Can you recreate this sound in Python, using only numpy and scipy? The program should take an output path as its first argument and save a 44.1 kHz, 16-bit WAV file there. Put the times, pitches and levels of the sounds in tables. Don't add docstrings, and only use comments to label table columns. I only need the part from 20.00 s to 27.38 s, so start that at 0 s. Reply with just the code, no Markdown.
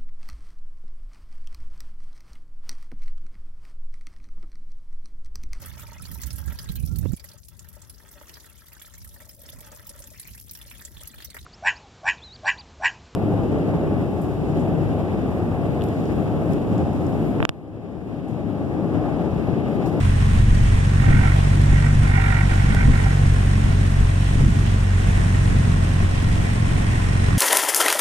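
import sys
import numpy as np
from scipy import signal
from scipy.fft import rfft, irfft
from scipy.io import wavfile
from scipy.ndimage import uniform_filter1d

SR = 44100
rng = np.random.default_rng(int(sys.argv[2]) if len(sys.argv) > 2 else 0)


def unload_wav(signal):
    wavfile.write(
        sys.argv[1],
        SR,
        np.round(np.clip(np.atleast_2d(signal).T, -1, 1) * 32767).astype(np.int16),
    )


N = 325458
TIME = np.arange(N) / SR
BINS = np.maximum(np.arange(N // 2 + 1) * SR / N, 1)

# t/s, shaft rate f/Hz
SHAFT_SPEED = [(0.0, 46.21), (1.0, 46.5), (1.8, 48.11), (2.2, 47.53), (2.8, 47.65), (3.0, 47.02),
               (3.6, 46.76), (4.0, 46.29), (4.6, 46.4), (6.0, 45.55), (6.4, 44.95), (7.38, 45.52)]
START_TURN, CRUISE_HZ = 1.388, 46.5
# f/Hz, slow to fast
REVS_HZ = (45.1, 45.7, 46.35, 47.4, 48.0)
# multiple of the shaft rate, then level/dB at each of the five rates
DRONE_ORDERS = [(1, -27, -23.5, -21.5, -20, -19.5), (1.5, -56, -49, -47, -42, -46),
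                (2, -23, -19.5, -19, -19, -19.5), (2.5, -26.5, -30, -27, -34, -30),
                (3.5, -35, -28, -37, -36.5, -53), (4, -33, -35, -39, -39, -44),
                (4.5, -45, -40.5, -34.5, -36.5, -36), (5, -38.5, -47, -58, -38, -45)]
# t/s, level/dB
THIRD_ORDER_LEVEL = [(0, -25), (0.65, -28.5), (1.2, -23), (1.7, -19.5), (2.1, -24.5), (2.6, -29),
                     (3.15, -22.5), (4.1, -31), (4.5, -25.5), (5.2, -35), (6.2, -45), (6.6, -29.5),
                     (7.38, -37)]
# multiple of the shaft rate, mean level/dB
UPPER_ORDERS = [(5.5, -57), (6, -46), (6.5, -70), (7, -48), (7.5, -55.5), (8, -54), (8.5, -56.5),
                (9, -50.5), (10, -54), (12, -56)]
FIRING_SCATTER_DB, FIRING_JITTER_TURNS = 0.45, 0.004

# f/Hz, width/Hz, left relative level/dB, right relative level/dB
BLOCK_MODES = [(415.4, 26, 9, 0), (685, 110, 4.5, -5), (1072, 99, 6, 2), (1477, 240, -20, 1),
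               (1882, 39, 5.5, 7.5), (1993, 27, 5.5, 6.5), (2060, 130, -3, -7), (2450, 73, -5.5, -3),
               (2700, 430, -6.5, -4.5), (3080, 880, -9, -8.5), (3530, 180, -10.5, -6.5),
               (4000, 57, -16, -5), (5590, 590, -31, -12), (6570, 19, -33, -33), (8600, 86, -6, -40)]
# f/Hz, width/Hz, left relative level/dB, right relative level/dB
HISS_BANDS = [(4570, 53, -5, 5), (5450, 110, 2, -1), (8700, 210, 0.5, -9), (8950, 30, -9, -10)]
KNOCKS_DB, VALVES_DB = (-7.0, -14, -7.5, -16), (-6, -11, 3, -9.0)
# t/s, clatter gain/dB, wash gain/dB
SLOW_SWELL = [(0, 0, -0.05), (2.4, 0.5, 0.8), (3.6, -0.1, 0.2), (4.6, -1, -0.5), (5.25, 0.5, 1.5),
              (5.7, 0.5, 0.5), (7.05, 2.5, 1.2), (7.27, 4.5, 1), (7.38, 5.5, 0.5)]

WHINE_HZ, WHINE_RISE, WHINE_WAVER_HZ = 6510, 210, 14
WHINE_DB, WHINE_OCTAVE_DB = -62, -79
WHINE_FLUTTER_DB, WHINE_FADE_DB = 4, 1.5

# f/Hz, width/Hz, left relative level/dB, right relative level/dB
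FITTING_MODES = [(904, 83, -10.5, -5.5), (1366, 43, -30, -0.5), (1430, 36, -17, 1), (1542, 26, -2, 0.5),
                 (1645, 70, -17, -10.5), (1849, 32, -9, 2.5), (1938, 40, -11, 1.5), (2050, 78, -8, -4),
                 (2170, 32, -12, 0), (2337, 36, -12, -3.5), (2740, 160, -23, -17), (3720, 170, -31, -24.5)]
FITTING_HUM_MODE = [(778, 24, -6, 3)]
# start t/s, length/s, buzz level/dB, hum level/dB
RATTLE_BOUTS = [(0.976, 0.1, -31.5, -33), (1.054, 0.13, -28, -36), (1.187, 0.1, -26.5, -32.5),
                (1.696, 0.18, -32, -45), (2.005, 0.14, -29.5, -38), (2.096, 0.31, -26.5, -34.5),
                (2.475, 0.04, -26, -33), (2.536, 0.21, -31, -36), (2.736, 0.078, -27.5, -33.5),
                (2.886, 0.18, -31.5, -37), (3.026, 0.08, -33.5, -37), (3.38, 0.1, -46, -44)]
BOUT_ATTACK_S, BOUT_RELEASE_S, HUM_RELEASE_S = 0.025, 0.055, 0.08
# f/Hz, gain/dB
BRIGHT_EDGE = [(900, -34), (1500, -32), (2200, -9.0)]
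THROW_TURN, BOUNCE_TURNS, BOUNCE_JITTER_TURNS = 0.46, 0.125, 0.03
CONTACTS, THROWS_DB = (5, 5), (0.4, -0.4)
THROW_SCATTER_DB, CONTACT_SCATTER_DB = 0.6, 0.9
BOUNCE_LOSS_DB, SCRAPE_DB = 1.0, -1.5

TICK_S, TICK_EDGE_DB, TICK_BODY_DB = 2.7481, -13.5, -16

# f/Hz, left level/dB per Hz, right level/dB per Hz
WASH_SPECTRUM = [(149, -51, -48.5), (448, -65.5, -65.5), (713, -65.5, -60), (1270, -71.5, -70),
                 (1870, -68.5, -64.5), (2680, -74.5, -72), (3730, -78, -81), (4530, -81, -86),
                 (8750, -80.5, -84), (9130, -79, -81.5), (9960, -99, -87.5), (11860, -101, -97.5),
                 (15500, -100, -100)]
WASH_SWELL_DB, SPRAY_SURGE_DB = 0.55, 0.4
# peak t/s, length/s, level/dB
SPRAY_SHOWERS = [(1.39, 0.06, -45), (2.504, 0.066, -41), (2.68, 0.21, -47), (4.28, 0.19, -45),
                 (4.68, 0.07, -44), (6.18, 0.09, -43)]
# f/Hz, relative level/dB per Hz
DROP_SPECTRUM = [(800, -31), (2200, -7.5), (3100, 0), (4300, -12), (8000, -24), (12000, -42)]
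DROPS_PER_S, PATTER_DB = 1500, -53

# f/Hz, relative level/dB per Hz
BUFFET_SPECTRUM = [(50, -15), (80, 2), (125, 6.5), (170, -1), (230, -3.5), (300, -12), (400, -18.5),
                   (600, -29), (1500, -77), (6000, -90)]
# f/Hz, relative level/dB per Hz
RUMBLE_SPECTRUM = [(4, -27), (14, 19.5), (30, 7.5), (65, 12.5), (95, -24), (200, -48), (1500, -100)]
BUFFET_DB, RUMBLE_DB = -26.7, -32.5
HEADWIND_WANDER_DB, HEADWIND_WANDER_HZ = 0.56, 6.9
# peak t/s, length/s, gain/dB
HEADWIND_CHANGES = [(0.1, 0.28, 3), (2.418, 0.2, 1), (3.1, 0.17, -3), (3.48, 0.23, 2), (4.2, 0.23, -3),
                    (4.87, 0.26, -4)]
# peak t/s, length/s, buffet level/dB, rumble level/dB
WIND_GUSTS = [(0.49, 0.58, -24, -18), (0.732, 0.19, -29.5, -29), (1.142, 0.22, -15.5, -17.5),
              (1.573, 0.17, -21, -36), (1.732, 0.11, -20.5, -15.5), (1.998, 0.15, -25.5, -20.5),
              (2.74, 0.22, -18.5, -22), (2.906, 0.091, -17, -13.5), (3.3, 0.16, -30, -20),
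              (3.678, 0.079, -20.5, -20), (3.837, 0.093, -25, -34), (4.02, 0.1, -38, -15),
              (4.467, 0.3, -19, -21), (5.183, 0.14, -27, -26), (5.572, 0.37, -21.5, -25),
              (6.043, 0.064, -20.5, -16), (6.313, 0.23, -26, -22), (6.71, 0.2, -22.5, -23),
              (7.353, 0.13, -23, -38)]
# peak t/s, mean level/dB of the ports, left minus right/dB
PORT_EDDIES = [(.483, -35, 13), (1.086, -28, 19), (1.11, -30, -11), (1.731, -24, -12), (2.885, -26, -16),
               (4.413, -33, -25), (4.557, -33, -14), (6.029, -31, 22), (6.395, -34, 20)]
# f/Hz, relative level/dB per Hz
EDDY_SPECTRUM = [(60, -5), (200, 15.5), (400, 3.5), (700, -5), (1500, -29), (6000, -70)]

# f/Hz, correlation
PORT_LIKENESS = [(40, 0.92), (130, 0.93), (250, 0.68), (400, -0.068), (600, -0.62), (800, -0.75),
                 (1400, 0.17), (2000, -0.65), (2700, 0.074), (3400, 0.63), (4600, -0.39), (5500, 0.081),
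                 (8000, 0)]
TOP_HZ = 15200


def exhaust(turns, shaft_hz):
    angle = 2 * np.pi * (turns + FIRING_JITTER_TURNS * walk(CRUISE_HZ))

    def line(order):
        halves = round(2 * order)
        return np.sin(halves / 2 * angle + 1.19 * (halves % 2))

    vigour_db = FIRING_SCATTER_DB * walk(CRUISE_HZ)
    drone = 0
    for order, *levels_db in DRONE_ORDERS:
        level_db = np.interp(shaft_hz, REVS_HZ, levels_db)
        drone = drone + undb(level_db + (order - 1.5) * vigour_db) * line(order)
    third = undb(curves(THIRD_ORDER_LEVEL)[0] + vigour_db) * line(3)
    upper = 0
    for order, db in UPPER_ORDERS:
        gain = undb(db + 1.94 * walk(1.56))
        phase = round(2 * order) / 2 * angle + 0.31 * walk(4.4)
        upper = upper + gain * np.sin(phase)
    return np.sqrt(2) * (drone + third + upper)


def clatter(turns):
    knocks = strokes(turns + .32, undb(KNOCKS_DB), sharpness=2.2, scatter_db=2.5)
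    block = undb(-38.0) * ring(air_noise() * (knocks + 0.12), BLOCK_MODES)
    valves = strokes(turns + 0.29, undb(VALVES_DB), sharpness=0.89, scatter_db=4.5)
    return block + undb(-54.5) * ring(air_noise() * (valves + 0.41), HISS_BANDS)


def whine(shaft_hz):
    pitch_hz = WHINE_HZ + WHINE_RISE * (shaft_hz - CRUISE_HZ) + WHINE_WAVER_HZ * walk(40)
    angle = 2 * np.pi * np.cumsum(pitch_hz) / SR
    tone = 0
    for harmonic, db in enumerate((WHINE_DB, WHINE_OCTAVE_DB), 1):
        tone = tone + undb(db + WHINE_FADE_DB * walk(1.9)) * np.sin(harmonic * angle)
    return tone * np.array([undb(WHINE_FLUTTER_DB * walk(60)) for _ in range(2)])


def rattle(turns):
    buzz_bouts = [undb(db) * bout(s, length, BOUT_RELEASE_S) for s, length, db, _ in RATTLE_BOUTS]
    hum_bouts = [undb(db) * bout(s, length, HUM_RELEASE_S) for s, length, _, db in RATTLE_BOUTS]
    force, sway = np.max(buzz_bouts, axis=0), np.max(hum_bouts, axis=0)
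    rubbing = strokes(turns - THROW_TURN, undb([0, -1]), sharpness=2.0, scatter_db=1.5)
    scrape = unit(air_noise() * rubbing)
    buzz = ring(at_ports(contacts(turns)) + undb(SCRAPE_DB) * scrape, FITTING_MODES)
    edge = colour(buzz, BRIGHT_EDGE)
    brightness = 1.1 * (force / force.max() - .68)
    return force * (buzz + brightness * edge) + sway * ring(scrape, FITTING_HUM_MODE)


def contacts(turns):
    whole_turns = np.arange(int(turns[0]) + 1, int(turns[-1]) - 1)
    turn, bounce = np.meshgrid(whole_turns, np.arange(max(CONTACTS)))
    late, size = rng.standard_normal((2, *turn.shape))
    throw_db = np.array(THROWS_DB)[turn % 2] + THROW_SCATTER_DB * rng.standard_normal(turn.shape[1])
    jitter = BOUNCE_JITTER_TURNS * np.sqrt(bounce / 2) * late
    at = turn + THROW_TURN + BOUNCE_TURNS * bounce + jitter
    strength = undb(throw_db + CONTACT_SCATTER_DB * size - BOUNCE_LOSS_DB * bounce)
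    strength = strength * (bounce < np.array(CONTACTS)[turn % 2])
    samples = np.searchsorted(turns, at)
    return unit(np.bincount(samples.ravel(), strength.ravel(), N))


def bout(start_s, length_s, release_s):
    age = np.maximum(TIME - start_s, 0)
    rise = 1 - np.exp(-age / BOUT_ATTACK_S)
    return rise * np.exp(-np.maximum(age - length_s, 0) / release_s)


def tick():
    age = TIME - TICK_S
    swing = age / .00003
    pulse = -swing * np.exp(-swing ** 2 / 2)
    knock = (age > 0) * np.exp(-np.abs(age) / 0.0016) * np.sin(2 * np.pi * 650 * age)
    return undb(TICK_EDGE_DB) * pulse + undb(TICK_BODY_DB) * knock


def wash():
    spray = undb(SPRAY_SURGE_DB * walk(9.8) + 0.67 * walk(90) + 0.81 * walk(1200))
    water = np.sqrt(SR / 2) * rfft(air_noise() * spray) * undb(across(WASH_SPECTRUM))
    half_octave = np.clip(2 * np.log2(BINS / 400), 0, 10)
    total = 0
    for k in range(11):
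        overlap = np.maximum(1 - np.abs(half_octave - k), 0)
        total = total + irfft(water * overlap, N) * undb(WASH_SWELL_DB * walk(3.95))
    return total


def splashes():
    drops = (rng.random((2, N)) < DROPS_PER_S / SR) * rng.standard_normal((2, N))
    showers = undb(PATTER_DB) + sum(undb(db) * swell(s, length) for s, length, db in SPRAY_SHOWERS)
    return showers * unit(colour(drops, DROP_SPECTRUM))


def wind():
    changes_db = sum(db * swell(s, length) for s, length, db in HEADWIND_CHANGES)
    headwind = undb(changes_db + HEADWIND_WANDER_DB * walk(HEADWIND_WANDER_HZ))
    buffet_gusts = sum(undb(db) * swell(s, length) for s, length, db, _ in WIND_GUSTS)
    rumble_gusts = sum(undb(db) * swell(s, length) for s, length, _, db in WIND_GUSTS)
    buffet_level = np.hypot(undb(BUFFET_DB) * headwind, buffet_gusts)
    rumble_level = np.hypot(undb(RUMBLE_DB) * headwind, rumble_gusts)
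    buffet = buffet_level * unit(colour(air_noise(), BUFFET_SPECTRUM))
    rumble = rumble_level * unit(colour(air_noise(), RUMBLE_SPECTRUM))
    puffs = sum(undb(db + np.array([[pan], [-pan]]) / 2) * swell(s, length_s=0.018)
                for s, db, pan in PORT_EDDIES)
    return buffet + rumble + puffs * unit(colour(rng.standard_normal(N), EDDY_SPECTRUM))


def strokes(turns, sizes, sharpness, scatter_db):
    beat = turns / 2 * len(sizes)
    k = beat.astype(int)
    scatter = undb(scatter_db * rng.standard_normal(N // 100))
    size = np.asarray(sizes)[k % len(sizes)] * scatter[k]
    return size * (1 - beat % 1) ** sharpness


def ring(x, modes):
    response = 0
    for k, (hz, width, left, right) in enumerate(modes):
        resonance = 1 / (1 + 1j * (BINS ** 2 - hz ** 2) / (BINS * width))
        response = response + undb([[left], [right]]) * (-1) ** k * resonance
    return unit(irfft(rfft(x) * response, N))


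def air_noise():
    likeness = np.clip(across(PORT_LIKENESS)[0], -1, 1)
    mid, side = rfft(rng.standard_normal((2, N)))
    mid = mid * np.sqrt((1 + likeness) / 2)
    side = side * np.sqrt((1 - likeness) / 2)
    return irfft([mid + side, mid - side], N)


def at_ports(x):
    angle = np.arccos(np.clip(across(PORT_LIKENESS)[0], -1, 1))
    return irfft(rfft(x) * np.array([np.exp(-1j * angle), np.ones_like(angle)]), N)


def colour(x, spectrum):
    return irfft(rfft(x) * undb(across(spectrum)), N)


def walk(rate):
    k = max(int(SR / rate), 1)
    held = rng.standard_normal(N)[np.arange(N) // k]
    return unit(uniform_filter1d(uniform_filter1d(held, k), k))


def swell(peak_s, length_s):
    return np.exp(-(2 * (TIME - peak_s) / length_s) ** 2)


def curves(table):
    s, *columns = np.transpose(table)
    return [np.interp(TIME, s, c) for c in columns]


def across(table):
    hz, *columns = np.transpose(table)
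    return np.array([np.interp(np.log(BINS), np.log(hz), c) for c in columns])


def undb(db):
    return 10 ** (np.asarray(db) / 20)


def unit(x):
    return x / np.sqrt(np.mean(x ** 2))


def scene():
    shaft_hz, = curves(SHAFT_SPEED)
    turns = START_TURN + np.cumsum(shaft_hz) / SR
    clatter_db, wash_db = curves(SLOW_SWELL)
    engine = exhaust(turns, shaft_hz) + undb(clatter_db) * clatter(turns) + whine(shaft_hz)
    water = undb(wash_db) * wash() + splashes()
    return engine + rattle(turns) + tick() + water + wind()


def record(dry):
    rounded = dry / (1 + (dry / .75) ** 6) ** (1 / 6)
    edges = np.minimum(np.minimum(TIME, TIME[-1] - TIME) / .003, 1)
    low_pass = signal.ellip(10, .2, 80, TOP_HZ, fs=SR, output="sos")
    return signal.sosfilt(low_pass, rounded * edges)


dry = scene()
out = record(dry)
unload_wav(out)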